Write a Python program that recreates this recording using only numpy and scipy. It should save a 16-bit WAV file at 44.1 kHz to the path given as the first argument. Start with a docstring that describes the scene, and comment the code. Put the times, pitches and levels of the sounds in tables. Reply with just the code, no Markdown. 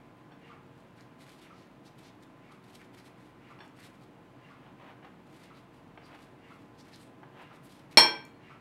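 """A fridge hums under a rush of air; a spoon bumps in a bowl of flakes and a wall clock begins to step each second.
Thin gloves then rub round a filled pastry in a small, hard-walled kitchen: stick-slip noise, with chirps and snaps.
The spoon scrapes as force-shaped friction noise and bumps as damped modes of the bowl.
Near the end it is let go and clanks on the china: free modes, a crack and a thud.
The clock is resonant chatter; the fridge is wavering tones over filtered noise."""
import sys
import numpy as np
from scipy import signal
from scipy.fft import rfft, irfft
from scipy.io import wavfile

SR = 44100
rng = np.random.default_rng(int(sys.argv[2]) if len(sys.argv) > 2 else 0)


def waveform_to_disk(signal):
    """Save audio, clipped to [-1, 1], as 16-bit WAV at the path in sys.argv[1]."""
    frames = np.transpose(np.atleast_2d(signal))
    scaled = np.clip(frames, -1, 1) * 32767
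    samples = np.round(scaled).astype(np.int16)
    wavfile.write(sys.argv[1], SR, samples)


N = 379389
T = np.arange(N) / SR  # time in seconds

# Strokes of the gloved fingers. Each row: middle in seconds, time to fall to e^-2 in seconds, relative level in dB.
GLOVE_STROKES = [(.8, .07, -80), (0.999, 0.043, -70), (1.22, 0.036, -66.5), (1.3, .068, -63),
                 (1.427, 0.063, -67), (1.6, 0.074, -74), (1.865, 0.034, -66.5), (1.999, 0.032, -66),
                 (2.052, 0.05, -67), (2.225, 0.023, -72), (2.535, .04, -71.5), (2.685, 0.062, -68.5),
                 (2.745, 0.029, -63.5), (2.815, 0.074, -71.5), (2.941, .018, -65.5), (2.982, 0.037, -66),
                 (3.067, 0.044, -67.5), (3.24, 0.1, -74), (3.515, 0.019, -70), (3.65, 0.038, -75),
                 (3.805, 0.056, -66), (3.853, 0.05, -62.5), (3.95, .018, -68), (4.027, .04, -72.5),
                 (5.344, 0.084, -70), (5.44, 0.069, -69.5), (5.574, .05, -73), (5.757, .06, -78),
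                 (6.068, .04, -69), (6.135, .035, -72), (6.23, 0.067, -69.5), (6.566, 0.11, -74),
                 (6.802, 0.039, -71), (6.873, 0.042, -69), (6.943, 0.042, -65), (7.02, 0.066, -68),
                 (7.42, 0.046, -74), (7.548, 0.031, -68), (7.659, 0.042, -73.5), (7.74, 0.11, -69),
                 (7.923, .025, -64)]
# Spectrum of the fine hiss of glove on glove. Each row: frequency in Hz, relative density in dB per Hz.
GLOVE_HISS_SPECTRUM = [(1500, -10.5), (3000, 4.5), (4500, 3), (6000, -4.5), (9000, -4.5), (12500, -8.5),
                       (15500, -24)]
# Spectrum of the duller rub of glove on crust. Each row: frequency in Hz, relative density in dB per Hz.
CRUST_RUB_SPECTRUM = [(200, -11.5), (500, -2), (1300, 3), (2200, 6.5), (4000, -15), (6500, -16),
                      (12000, -29)]
# The rubber catches and chirps. Each row: middle in seconds, time to fall to e^-2 in seconds,
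# resonance in Hz, its width in Hz, level in dB.
RUBBER_CATCHES = [(1.44, .06, 2300, 1400, -66), (1.59, 0.1, 4360, 1990, -71),
                  (1.873, 0.024, 4320, 1900, -63.5), (2.064, 0.052, 3600, 2600, -63.5),
                  (2.992, 0.022, 4500, 1600, -64.5), (5.57, 0.039, 4030, 900, -68.5),
                  (6.055, 0.04, 4650, 700, -67.5), (6.804, 0.028, 4820, 2200, -62),
                  (6.942, 0.015, 4320, 1100, -56.5), (7.02, 0.035, 8400, 2000, -68.5),
                  (7.65, 0.026, 9900, 5000, -67)]
# Creases of the glove snap. Each row: start in seconds, level in dB, resonance in Hz.
CREASE_SNAPS = [(0.777, -63, 6000), (1.009, -52, 5000), (2.225, -60, 7040), (3.679, -59, 6960),
                (6.96, -47, 4200), (7.929, -54, 2493), (8.2518, -48, 7850)]
# Pushes of the spoon through the flakes. Each row: greatest force in seconds, build-up in seconds,
# relative level in dB.
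SPOON_PUSHES = [(3.625, .025, -55), (4.68, .16, -58.5), (4.81, 0.031, -55.5), (4.9, 0.093, -52.5),
                (5.05, .025, -52.5), (6.02, 0.032, -59), (6.145, 0.082, -53), (7.42, .11, -51),
                (7.53, 0.048, -58)]
# Spectrum of spoon on flakes and of the dull knock. Each row: frequency in Hz, relative density in dB per Hz.
SCRAPE_SPECTRUM = [(50, -40), (200, -9), (450, 0), (800, 7.5), (1300, 2), (2300, -2), (3200, -6.5),
                   (4500, -19.5), (9000, -35)]
# Bumps of the spoon in the filled bowl. Each row: start in seconds, ring gain in dB, dull knock gain in dB,
# softness as a cut-off in Hz.
SPOON_BUMPS = [(0.311, -62, -60, 3000), (0.319, -55, -53, 3400), (3.588, -57, -51, 8000),
               (3.604, -49, -44.5, 8000), (5.026, -63, -53, 2700), (5.046, -59, -48, 2700),
               (5.975, -55, -43, 3000), (6.148, -62, -54, 5000), (7.231, -53, -42, 1700)]
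# Modes of the bowl under a resting spoon. Each row: frequency in Hz, relative level in dB, 60 dB decay in seconds.
DAMPED_BOWL_MODES = [(370, -7, .1), (700, -7, .06), (824, -3, .07), (1530, -6, .08), (1690, -4, .06),
                     (2013, -10, .06), (2600, -7, .05), (2800, -7, .08), (3150, -9, .05), (3483, -8, .1),
                     (4350, -9, .11), (5518, -15, .16), (8210, -21, .14)]
# Modes of the dropped spoon and the bowl ringing freely; close pairs beat.
# Each row: frequency in Hz, relative level in dB, 60 dB decay in seconds.
FREE_CHINA_MODES = [(322, -23, .3), (441, -21, .33), (641, -25, .38), (797, -25, .33), (850, -17, .22),
                    (926, -14, .33), (1565, -19, .35), (1597, -25, .33), (1927, -20, .22), (2322, -9, .2),
                    (2338, -15, .36), (3166, -18, .22), (3245, -16, .33), (3268, -21, .2), (4204, -14, .17),
                    (4281, -3, .18), (4302, -11, .15), (5425, -8, .14), (5449, -5, .26), (6740, -26, .19),
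                    (7677, -23, .1), (8132, -15, .17), (8180, -19, .13), (9615, -20, .15),
                    (11250, -23, .15), (12915, -32, .12), (12950, -25, .16), (14790, -36, .17)]
# The counter and the dense, short modes under the blow. Each row: frequency in Hz, relative density in dB per Hz.
THUD_SPECTRUM = [(40, -20), (110, -13), (210, -7), (330, 1), (560, -3), (850, 7), (1100, 4), (1350, -6),
                 (1900, -1), (2700, -5), (3600, -9), (4600, -4), (6300, -16), (8200, -17), (10300, -28),
                 (14000, -39)]
# The first contact of steel and glaze. Each row: frequency in Hz, relative density in dB per Hz.
CRACK_SPECTRUM = [(40, -28), (200, -8), (600, -0.5), (2500, 0.5), (4800, 10.5), (6500, -3), (8400, -3.5),
                  (10400, -18.5), (11600, -10), (12900, -11.5), (13600, -29), (16000, -35)]
# The clock movement whirs, then latches. Each row: middle in seconds after the step, resonance in Hz,
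# its width in Hz, level in dB before the strength of the step, time to fall to e^-2 in seconds.
CLOCK_PARTS = [(-.055, 2765, 110, -67, 0.026), (-.015, 2015, 870, -63.5, 0.12), (.01, 1233, 279, -55, 0.02),
               (0.027, 1257, 240, -63.5, 0.018), (0.079, 1204, 149, -71, 0.042),
               (.01, 3600, 4500, -93, 0.17)]
# Strength of each clock step in turn. Each entry: relative level in dB.
STEP_STRENGTHS = [2.5, -1.5, -2.5, 1, 0.5, -2, 0, -1.5, 3]
# Fridge compressor and its fan. Each row: mean frequency in Hz, rms level in dB about which it wavers.
FRIDGE_LINES = [(48.9, -77), (93.2, -75), (186.3, -71), (372.6, -69.5), (465.8, -71), (559, -78),
                (652.2, -75), (688, -82), (838.6, -76.5), (1024.8, -72)]
# Spectrum of the steady air noise of the kitchen. Each row: frequency in Hz, relative density in dB per Hz.
AIR_SPECTRUM = [(25, -31), (60, -14.5), (82, -23.5), (100, -8), (125, 2.5), (200, -3.5), (300, 1),
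                (400, -11), (800, -10.5), (1500, -17), (2800, -24), (5500, -38.5), (10000, -43.5),
                (14000, -46.5), (16000, -44)]


def gloves(hiss_db=0, crust_db=1, uneven_db=3.5, snap_t60=0.0059, snap_width_hz=4500):
    """Stick-slip friction: rubber slips in tiny steps; now and then it catches, or a crease snaps."""
    hold_db = -86.5  # faint rubbing of fingers that only hold the pastry
    power = undb(hold_db) ** 2
    for s, length, db in GLOVE_STROKES:
        power = power + (undb(db) * swell(T, s, length)) ** 2
    effort = np.sqrt(power)

    # the two contacts grip unevenly, so the colour of a stroke keeps shifting
    hiss_grip = undb(hiss_db + uneven_db * wander(rate=98))
    hiss = hiss_grip * colour(friction(rate=16000, spread_db=0), GLOVE_HISS_SPECTRUM)
    crust_grip = undb(crust_db + uneven_db * wander(rate=21))
    crust = crust_grip * colour(friction(rate=8000, spread_db=5.5), CRUST_RUB_SPECTRUM)
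    # small folds in the rubber give way one by one
    crinkle = undb(-6) * colour(friction(rate=160, spread_db=2), GLOVE_HISS_SPECTRUM)
    out = effort * (hiss + crust + crinkle)

    slips = rng.standard_normal(N)
    for s, length, hz, width, db in RUBBER_CATCHES:
        out += undb(db) * swell(T, s, length) * resonate(slips, hz, width)

    t = T[:SR // 10]
    for s, db, hz in CREASE_SNAPS:
        burst = resonate(rng.standard_normal(len(t)), hz, snap_width_hz)
        add(out, s, undb(db) * fade(t, snap_t60) * burst)
    return out


def scooping(scrape_db=-2, release_s=.045, knock_t60=.045):
    """Friction noise follows the force of the spoon; bumps excite bowl modes that the flakes damp."""
    force = sum(undb(db) * push(s, build, release_s) for s, build, db in SPOON_PUSHES)
    out = undb(scrape_db) * force * colour(friction(rate=5000, spread_db=1.9), SCRAPE_SPECTRUM)
    for s, ring_db, knock_db, soft_hz in SPOON_BUMPS:
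        burst = rng.standard_normal(SR) * fade(T[:SR], knock_t60)
        knock = undb(knock_db) * colour(burst, SCRAPE_SPECTRUM)
        bump = undb(ring_db) * ring(DAMPED_BOWL_MODES) + knock
        b, a = signal.butter(2, soft_hz, fs=SR)  # a softer contact excites less treble
        add(out, s, signal.lfilter(b, a, bump))
    return out


def dropped_spoon(thud_db=-4.5, thud_t60=0.17, crack_db=-4, crack_t60=0.0067):
    """Impact excitation of steel on china: a crack, the free modes and a thud through the counter."""
    drop_s, drop_db = 7.9724, -8
    t, out = T[:SR], np.zeros(N)
    thud = undb(thud_db) * colour(rng.standard_normal(SR) * fade(t, thud_t60), THUD_SPECTRUM)
    crack = undb(crack_db) * colour(rng.standard_normal(SR) * fade(t, crack_t60), CRACK_SPECTRUM)
    add(out, drop_s, undb(drop_db) * (ring(FREE_CHINA_MODES) + thud + crack))
    return out


def clock(first_step_s=0.5034):
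    """Resonance of a plastic case: once a second the chatter of the gears excites it."""
    out, chatter = np.zeros(N), rng.standard_normal(N)
    # index of the nearest step; the steps are one second apart
    step = np.clip(np.round(T - first_step_s), 0, len(STEP_STRENGTHS) - 1).astype(int)
    since_step = T - first_step_s - step
    for lag, hz, width, db, length in CLOCK_PARTS:
        out += undb(db) * swell(since_step, lag, length) * resonate(chatter, hz, width)
    return out * undb(STEP_STRENGTHS)[step]


def fridge(air_db=-55.5, waver_db=2, drift_hz=.7):
    """Tones modulated in frequency and level: motor lines waver over the steady rush of air."""
    out = undb(air_db) * unit(colour(rng.standard_normal(N), AIR_SPECTRUM))
    for hz, db in FRIDGE_LINES:
        phase = 2 * np.pi * np.cumsum(hz + drift_hz * wander(rate=13)) / SR
        level = undb(db + waver_db * wander(rate=6.4))
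        out += level * np.sqrt(2) * np.sin(phase)  # root two gives the sine rms 1
    return out


def kitchen(x, wet_db, t60_low=.44, t60_high=.26, split_hz=3000):
    """Reverberation: direct sound plus a short tail from the walls, whose treble dies first."""
    t = T[:SR]
    low_pass = signal.butter(4, split_hz, "low", fs=SR, output="sos")
    high_pass = signal.butter(4, split_hz, "high", fs=SR, output="sos")
    low = signal.sosfilt(low_pass, rng.standard_normal(SR))
    high = signal.sosfilt(high_pass, rng.standard_normal(SR))
    tail = low * fade(t, t60_low) + high * fade(t, t60_high)
    tail *= 1 - fade(t, 0.034)  # the first reflections take a few milliseconds to build up
    return x + undb(wet_db) * signal.fftconvolve(x, tail / np.linalg.norm(tail))[:N]


def friction(rate, spread_db):
    """Stick-slip as random impulses: `rate` tiny slips a second of uneven size, at rms 1."""
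    slips = rng.random(N) < rate / SR
    size_db = spread_db * np.minimum(rng.exponential(size=N), 4)
    return unit(slips * rng.standard_normal(N) * undb(size_db))


def ring(modes):
    """Modal synthesis for one second; bending waves reach the rim with phase growing as root frequency."""
    t = T[:SR]
    out = np.zeros(SR)
    for hz, db, t60 in modes:
        out += undb(db) * fade(t, t60) * np.sin(2 * np.pi * hz * t + np.sqrt(hz))
    return out * (1 - fade(t, .004))  # soft onset


def resonate(x, hz, width_hz):
    """Resonance: two equal second-order peaks in series for steep sides, at rms 1."""
    b, a = signal.iirpeak(hz, hz / width_hz / np.sqrt(.5) / 2, fs=SR)
    return unit(signal.lfilter(b, a, signal.lfilter(b, a, x)))


def colour(x, points):
    """Minimum-phase filtering through (Hz, dB) points, with unit power gain."""
    hz, db = np.transpose(points)
    size = 4096
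    bins_hz = np.fft.rfftfreq(size, 1 / SR)
    gain = unit(undb(np.interp(np.log(bins_hz + 1), np.log(hz), db)))
    # folding the cepstrum onto positive time makes the filter causal
    cepstrum = irfft(np.log(gain))
    cepstrum[1:size // 2] *= 2
    cepstrum[size // 2 + 1:] = 0
    response = irfft(np.exp(rfft(cepstrum)))
    return signal.fftconvolve(x, response)[:len(x)]


def wander(rate):
    """Slow random modulation: straight lines between `rate` random values a second, at rms 1."""
    return unit(np.interp(T * rate, np.arange(2000), rng.standard_normal(2000)))


def push(peak_s, build_s, release_s):
    """Asymmetric force pulse: it builds up to a peak, then lets go."""
    return swell(T, peak_s, np.where(T < peak_s, build_s, release_s))


def swell(t, centre, length):
    """Gaussian envelope: a smooth rise and fall round a moment, down to e^-2 at `length` from it."""
    return np.exp(-2 * ((t - centre) / length) ** 2)


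def fade(t, t60):
    """Exponential decay by 60 dB in t60 seconds."""
    return np.exp(-np.log(1000) * t / t60)


def undb(db):
    """Decibels to amplitude gain."""
    return 10 ** (np.asarray(db) / 20)


def unit(x):
    """Normalisation to rms 1."""
    return x / np.sqrt(np.mean(x ** 2))


def add(out, s, sound):
    """Superposition: mix a sound in at time s."""
    i = int(s * SR)
    out[i:i + len(sound)] += sound[:N - i]


def scene():
    """Superposition of the sources, each but the fridge with its own share of reverberation."""
    hands = kitchen(gloves(), wet_db=-5.5) + kitchen(scooping(), wet_db=-6.5)
    clank = kitchen(dropped_spoon(), wet_db=-7, t60_low=.43, t60_high=.25)
    return (hands + clank + kitchen(clock(), wet_db=-5.5) + fridge())[None]


def record(dry, limit=.85, top_hz=15700):
    """Hard limiting of any peak beyond the limit, then a steep low-pass that cuts the top."""
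    low_pass = signal.ellip(8, .2, 70, top_hz, fs=SR, output="sos")
    return signal.sosfilt(low_pass, np.clip(dry, -limit, limit))


dry = scene()
out = record(dry)
waveform_to_disk(out)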